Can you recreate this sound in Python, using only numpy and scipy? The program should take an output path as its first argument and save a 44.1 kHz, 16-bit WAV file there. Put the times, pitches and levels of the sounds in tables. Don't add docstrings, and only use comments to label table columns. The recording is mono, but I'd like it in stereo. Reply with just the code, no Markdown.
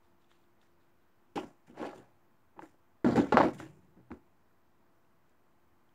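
import sys
import numpy as np
from scipy import signal
from scipy.fft import rfft, irfft, next_fast_len
from scipy.io import wavfile

SR = 44100
rng = np.random.default_rng(int(sys.argv[2]) if len(sys.argv) > 2 else 0)


def attenuation_scalar(level_db):
    decades = np.asarray(level_db, float) / 20
    return 10 ** decades


def pcm_store(signal):
    levels = np.round(np.clip(np.atleast_2d(signal), -1, 1) * 32767)
    wavfile.write(sys.argv[1], SR, levels.astype(np.int16).T)


N = 261954

# pitch_hz, density_db (per Hz)
AIR_SPECTRUM = [(25, -20), (48, -19.5), (76, -5.5), (141, -8.5), (240, -6), (320, -9.5), (520, -12.5),
                (1000, -10.5), (1600, -17), (3500, -29.5), (7200, -33.5), (9500, -35.5), (12000, -35),
                (14800, -28.5)]
# pitch_hz, correlation (-1 to 1)
AIR_LIKENESS = [(60, 0.77), (130, 0.59), (290, 0.3), (640, -0.067), (1410, 0.11), (3100, -0.16),
                (6820, -0.27), (15000, -0.37)]
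# pitch_hz, level_db (rms)
HUM_LINES = [(86.1, -90.5), (344.5, -80), (667.5, -89.5), (866.7, -89), (1034, -91), (1545, -93)]
# start_s, rise_s, level_db, fall_db_per_s
RUSTLES = [
    (.02, 0.02, -81.5, 130),
    (.18, 0.043, -82, 170),
    (.28, 0.0307, -76.5, 90),
    (.59, 0.038, -78.5, 130),
    (.76, 0.058, -84, 120),
    (.97, .04, -93, 11),
    (5.2, .1, -89.5, 148),
]
# start_s, peak_db, pitch_hz
TICKS = [(0.0494, -81, 3430), (0.2204, -69, 3760), (0.2444, -64, 3540), (0.315, -57, 3600),
         (0.362, -64.5, 3700), (0.4394, -68, 3650), (0.615, -60, 3620), (0.634, -62, 3760),
         (4.5142, -76.5, 2510), (5.0479, -71.5, 2630), (5.2955, -64, 7130), (5.7854, -81, 2510),
         (5.8913, -69, 3180)]
# start_s, peak_db, pitch_hz
SNAPS = [(.315, -52, 1285), (.63, -57, 1400), (1.3735, -36, 3000), (1.3785, -23.5, 860), (1.357, -43, 2157),
         (1.931, -49, 1300), (1.835, -46, 1350), (1.843, -32, 1750), (3.428, -25, 1450), (2.567, -50, 895),
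         (2.578, -55, 590), (2.592, -33, 890), (2.593, -44.5, 2610), (2.622, -36.5, 1570),
         (3.046, -30, 1500), (3.158, -27, 1601), (3.159, -38, 3206), (3.323, -15, 1402),
         (3.324, -24.5, 2504), (3.371, -7.5, 1278), (3.3712, -17, 2600), (3.3714, -31.5, 5000),
         (3.401, -19, 900), (3.416, -18.5, 1700), (3.573, -54, 1550), (3.601, -32, 1320), (4.106, -45, 76),
         (4.116, -36.5, 1100), (4.1165, -35.5, 1580), (4.117, -49, 2100)]
# start_s, rise_s, pressure_db, fall_db_per_s, hardness_db
SLIDES = [(1.355, 0.015, -41, 233, 8.5), (1.42, .025, -45, 450, -5), (1.67, .02, -60, 100, -13.5),
          (1.74, 0.099, -45, 125, 9.5), (1.9, 0.082, -51, 600, -1.5), (2.56, .01, -50, 300, -1.5),
          (2.6, .04, -56, 600, 5.5), (3.044, .002, -24.5, 99.5, -1), (3.09, .02, -28.5, 149, -3),
          (3.156, .025, -22.5, 220, -1), (3.322, .003, -23.5, 149.5, 3.5), (3.37, .0015, -17, 299.5, 8),
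          (3.385, 0.056, -22, 330.5, 2.5), (3.585, .015, -43.5, 209, 0.5), (3.46, 0.03, -56.5, 44.5, -19.5),
          (3.95, .03, -57, 353, -5), (4.104, .004, -43, 326, -2.5)]
# start_s, rise_s, drag_db, fall_db_per_s, coarseness_db
BRUSHES = [(1.354, 0.0038, -61, 151, 3.5), (1.662, 0.012, -79.5, 150, 6.5), (1.74, 0.085, -68, 103, 10),
           (1.85, 0.14, -74, 260, 0), (2.59, 0.048, -73, 186, 1.5), (3.044, .003, -62.5, 45.5, 8.5),
           (3.156, 0.0022, -56, 200, 5), (3.165, 0.017, -65, 153, 14), (3.322, 0.0023, -63, 201.5, 13.5),
           (3.37, .0015, -60, 130.5, 14.5), (3.39, 0.06, -62.5, 173, 8), (3.52, 0.026, -68, 87.5, -11),
           (3.575, 0.02, -62, 162, 2.5), (4.111, 0.0035, -78.5, 247, 8.5)]
# pitch_hz, density_db (per Hz)
CRACK_SPECTRUM = [(1600, -1), (2100, -3), (2600, -3), (3200, -10.5), (4000, -9.5), (5000, -15),
                  (6000, -21.5), (7200, -26)]
# pitch_hz, density_db (per Hz)
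DUST_SPECTRUM = [(5000, -7), (6500, -3), (7300, 0), (8100, -7), (9000, 1), (11000, -9), (13000, -11.5),
                 (16000, -7.5)]
# pitch_hz, level_db, t60_s
FRAME_MODES = [(66, -11, .15), (90, -7.5, 0.18), (123.3, -5, 0.48), (150, -1.5, 0.23), (183, 2, 0.14)]
# pitch_hz, level_db, t60_s
TABLE_MODES = [(212, -1, 0.054), (240, -3.5, 0.12), (280, -5, 0.18), (325, 0.5, 0.14), (370.2, -1, 0.15),
               (431, -6, 0.11), (499.8, -3.5, 0.083)]
# pitch_hz, level_db, t60_s
ACRYLIC_MODES = [(549.5, -1.5, 0.1), (620, 1, .08), (703, -1, 0.093), (737, -2.5, 0.052), (818, 3.5, 0.056),
                 (888, 0.5, 0.044), (965, -4, 0.087), (1096, -3, 0.065), (1235, -5.5, 0.041),
                 (1369, -5.5, 0.084), (1500, -6.5, 0.0489), (1700, -8.5, .05), (2010, -11, .04),
                 (2350, -17, .03)]
# start_s, peak_db, favoured_pitch_hz, hardness_db
HAND = [(1.356, -24, 384, -17.5), (1.366, -35, 552, -11.5), (1.372, -25, 280, 10), (1.377, -25, 333, 3.5),
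        (1.39, -35, 560, 2), (1.431, -33, 296, 3), (1.678, -48.5, 168, -1), (1.698, -44, 238.2, -6),
        (1.729, -47, 258, -13), (1.773, -39, 394, -12), (1.801, -33.5, 298, 10), (1.814, -26.5, 280, -6),
        (1.827, -23, 483, 6.5), (1.85, -25, 480, 6), (1.864, -29.5, 356, -10), (1.884, -42, 342, -3),
        (1.929, -35, 540, 5), (2.591, -37, 900, 8), (2.624, -42, 337, 8), (2.63, -44, 332.5, -12),
        (2.742, -56, 354, 7)]
# start_s, peak_db, favoured_pitch_hz, hardness_db
LANDING = [(3.045, -14, 336, 1.5), (3.061, -14, 240, -8.5), (3.076, -15.5, 218.5, -7.5),
           (3.087, -15.5, 288, -9), (3.099, -27, 151, -5.5), (3.121, -20.5, 237.6, -3.5),
           (3.157, -16.5, 444, -8.5), (3.167, -9, 282, -11), (3.175, -11, 351, -3), (3.188, -14, 249.8, -4),
           (3.198, -21, 315, -9.5), (3.217, -25.5, 310.8, -7), (3.231, -29.5, 320, -8.5),
           (3.323, -13, 425, 13.5), (3.33, -15.5, 818, 6.5), (3.342, -12.5, 234, -1.5),
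           (3.37, -10, 1240, 10.5), (3.377, -17, 791, -0.5), (3.382, -13.5, 676, -0.5),
           (3.401, -11, 291, 6), (3.41, -12.5, 904, 6.5), (3.431, -14, 583, 3), (3.445, -20, 256, -13),
           (3.455, -19, 301, -10), (3.467, -24, 346, -13), (3.484, -25.5, 351, 1)]
# start_s, peak_db, favoured_pitch_hz, hardness_db
LOAF = [
    (3.539, -45, 180, 2),
    (3.6, -39.5, 280, 16.5),
    (3.629, -41.5, 322, -10),
    (3.66, -44, 349, -1),
    (3.968, -49.5, 178, -12),
    (3.998, -58, 337, 1),
    (4.105, -38, 299, 2),
    (4.115, -37.5, 244.6, -7),
    (4.158, -53, 245, -11.5),
]
CONTACTS = HAND + LANDING + LOAF

FIRM_DB = -35
BUSY = slice(int(1.3 * SR), int(4.6 * SR))


def rms_one(x):
    return x / np.sqrt(np.mean(x ** 2) + 1e-20)


def at_hz(points, hz):
    pitch_hz, value = np.array(points).T
    return np.interp(np.log(hz), np.log(pitch_hz), value)


def drift(rate_hz):
    r = np.exp(-80 * np.pi * rate_hz / SR)
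    white = rng.standard_normal(N // 40 + 2002)
    slow = signal.lfilter([1], [1, -2 * r, r * r], white)[2000:]
    return np.interp(np.arange(N) / 40, np.arange(len(slow)), rms_one(slow))


def ring(clicks, hz, t60_s):
    pole = attenuation_scalar(-60 / (t60_s * SR)) * np.exp(2j * np.pi * hz / SR)
    return signal.lfilter([1], [1, -pole], clicks + 1e-18).imag


def strokes(rows, firm_db, follows, per_hard):
    t, out = np.arange(0, N, 16) / SR, -200
    for start_s, rise_s, db, fall, *hard in rows:
        end_s = start_s + rise_s
        rise_loss_db = 23.5 * (1 - (t - start_s) / rise_s) ** 2
        pressure_db = db - np.where(t < end_s, rise_loss_db, fall * (t - end_s))
        level_db = firm_db + follows * (pressure_db - FIRM_DB) + per_hard * sum(hard)
        out = np.maximum(out, np.where(t >= start_s, level_db, -200))
    return np.interp(np.arange(N) / SR, t, attenuation_scalar(out))


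def banded(white, spectrum, low_hz, top_hz, patchy_db, direct):
    out, power = 0, 0
    edges = low_hz * 2 ** (np.arange(40) / 3)
    edges = edges[edges < min(top_hz, .45 * SR)]
    for k, (low, high) in enumerate(zip(edges, edges[1:])):
        band = signal.butter(2, [low, high], "band", fs=SR, output="sos")
        mid, side = signal.sosfilt(band, white[k % 2])
        hz = np.sqrt(low * high)
        alike = np.clip(at_hz(AIR_LIKENESS, hz) + direct, -1, 1)
        gain = attenuation_scalar(at_hz(spectrum, hz))
        power += gain ** 2 * (high - low) * 4.4 / SR
        stereo = np.sqrt(1 + alike) * mid + np.sqrt(1 - alike) * side * [[1], [-1]]
        out = out + gain * attenuation_scalar(patchy_db * drift(8)) * stereo
    return out / np.sqrt(power)


def room_tone():
    white = rng.standard_normal((2, 2, N))
    return attenuation_scalar(-68.5) * banded(white, AIR_SPECTRUM, 25, 18000, patchy_db=.7, direct=0)


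def hum():
    t, out = np.arange(N) / SR, 0
    for hz, db in HUM_LINES:
        level = np.sqrt(2) * attenuation_scalar(db + 2.5 * drift(2))
        between = rng.uniform(0, 3, (2, 1)) * hz / 1500
        out = out + level * np.sin(2 * np.pi * hz * t + 0.79 * drift(2) + between)
    return out


def room(x):
    size = next_fast_len(N + SR)
    w = 2 * np.pi * np.arange(size // 2 + 1) / size
    wall_cut_hz = 3100
    t60_s = 0.3 / (1 + w * SR / (2 * np.pi * wall_cut_hz))
    echo = 0
    for k, lag in enumerate(rng.uniform(.011, .045, (8, 2, 1)) * SR):
        loop = attenuation_scalar(-60 * lag / SR / t60_s) * np.exp(-1j * w * lag)
        echo = echo + (-1) ** k * loop / (1 - loop)
    return irfft(rfft(x.mean(0), size) * echo, size)[:, :N]


def gloves(rustle):
    white = rng.standard_normal((2, N))
    noise = rms_one(signal.lfilter(*signal.iirpeak(3700, 5.5, fs=SR), white))
    return noise * rustle * attenuation_scalar(-2.5)


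def taps(rows, offset_db, cycles):
    length = 3000
    out = np.zeros((2, N + length))
    lags_s = rng.normal(0, 0.000091, len(rows))
    for (start_s, peak_db, hz, *_), lag in zip(rows, lags_s):
        t = np.maximum(np.arange(length) / SR - abs(lag) + lag * np.array([[1], [-1]]), 0)
        shape = attenuation_scalar(-60 * t * hz / cycles) * (1 - np.exp(-t * hz * 5.5))
        tone = shape * np.sin(2 * np.pi * hz * t)
        out[:, round(start_s * SR):][:, :length] -= attenuation_scalar(peak_db + offset_db) * tone
    return out[:, :N]


def cracks(hiss, dust):
    rows, ticks, burst = np.array(CONTACTS), np.array(TICKS), np.zeros(N)
    crack_db = -55.5 + 0.86 * (rows[:, 1] - FIRM_DB) + .25 * rows[:, 3]
    burst[np.round(rows[:, 0] * SR).astype(int)] = attenuation_scalar(crack_db - 8.5)
    burst[np.round(ticks[:, 0] * SR).astype(int)] = attenuation_scalar(ticks[:, 1] - 11.5)
    burst = signal.lfilter([1], [1, -attenuation_scalar(-60 / (.025 * SR))], burst + 1e-18)
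    grain, white = attenuation_scalar(2.5 * drift(120)), rng.standard_normal((2, 2, N))
    bright_level = np.hypot(burst, hiss * grain * attenuation_scalar(6.5))
    fine_level = np.hypot(burst * attenuation_scalar(-24), dust * grain)
    bright = banded(white * bright_level, CRACK_SPECTRUM, 1500, 8000, patchy_db=3.5, direct=0.36)
    fine = banded(white[::-1] * fine_level, DUST_SPECTRUM, 4840, 18000, patchy_db=0.35, direct=0.17)
    port = signal.lfilter(*signal.iirpeak(7250, 14., fs=SR), fine)
    upper = signal.lfilter(*signal.iirpeak(8850, 18., fs=SR), fine)
    notched = signal.lfilter(*signal.iirnotch(8100, 16., fs=SR), bright + fine)
    return notched + .9 * port + .5 * upper


def body(modes, hit_db, slide, slide_db, slips_per_s):
    start_s, _, pitch_hz, _ = np.array(CONTACTS).T
    at, out = np.round(start_s * SR).astype(int), np.zeros((2, N))
    slips = (rng.random(N) < slips_per_s / SR) * attenuation_scalar(2.5 * np.minimum(rng.exponential(1, N), 4))
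    where = np.flatnonzero(slips)
    slips = (rms_one(slips) * slide * attenuation_scalar(slide_db))[where]
    chance = rng.standard_normal((len(at), len(modes), 2))
    lean = 1.155
    for k, (hz, level_db, t60_s) in enumerate(modes):
        spread = min((hz / 550) ** 3, 1500 / hz + 0.27) * np.array([[.5j], [-.5j]])
        favour_db = 11 * np.exp(-(np.log(hz / pitch_hz) / 0.074) ** 2)
        force = np.zeros((2, N), complex)
        size, turn = rng.standard_normal((2, len(where)))
        force[:, where] = slips * size * np.exp(spread * (lean + 0.72 * turn))
        knock = (-1) ** k * attenuation_scalar(hit_db + favour_db + 1.4 * chance[:, k, 0])
        force[:, at] = knock * np.exp(spread * (lean + 0.69 * chance[:, k, 1]))
        contact = np.exp(-2 * np.pi * 3.3 * hz / SR)
        clicks = signal.lfilter([1 - contact], [1, -contact], force[:, BUSY] + 1e-18)
        out[:, BUSY] += attenuation_scalar(level_db) * ring(clicks, hz, t60_s)
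    return out


def scene():
    _, peak_db, _, hardness_db = np.array(CONTACTS).T
    frame = strokes(SLIDES, firm_db=-45, follows=.85, per_hard=-0.75)
    table = strokes(SLIDES, firm_db=-34.5, follows=0.99, per_hard=-.1)
    acrylic = strokes(SLIDES, firm_db=-39.5, follows=.9, per_hard=0.96)
    hiss = strokes(BRUSHES, firm_db=-30, follows=1.185, per_hard=.98)
    dust = strokes(BRUSHES, firm_db=-36.5, follows=0.93, per_hard=-.05)
    rustle = strokes(RUSTLES, firm_db=FIRM_DB, follows=1, per_hard=0)
    low_db = peak_db - 11.5 - 0.5 * hardness_db
    high_db = peak_db - 10 + 0.46 * hardness_db
    near = body(FRAME_MODES, low_db - 27, frame, slide_db=-33.5, slips_per_s=150)
    near += body(TABLE_MODES, low_db - 8.5, table, slide_db=-32.5, slips_per_s=400)
    near += body(ACRYLIC_MODES, high_db - 8, acrylic, slide_db=-31, slips_per_s=1200)
    near += taps(CONTACTS, offset_db=-2.5, cycles=12)
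    near += taps(TICKS, offset_db=3, cycles=29.4)
    near += taps(SNAPS, offset_db=3, cycles=9.5)
    near += cracks(hiss + rustle * attenuation_scalar(-7), dust + rustle * attenuation_scalar(-6.5))
    near += gloves(rustle)
    near = signal.sosfilt(signal.butter(4, 62, "high", fs=SR, output="sos"), near)
    placed = near * attenuation_scalar(1.3 * np.array([[1], [-1]]))
    return placed + attenuation_scalar(-20) * room(near) + room_tone() + hum()


def low_pass(x):
    return signal.sosfilt(signal.butter(12, 16310, fs=SR, output="sos"), x)


def record(dry):
    cut = signal.sosfilt(signal.ellip(10, .3, 60, 15700, fs=SR, output="sos"), dry)
    mix = cut - .00046
    return low_pass(mix)


dry = scene()
out = record(dry)
pcm_store(out)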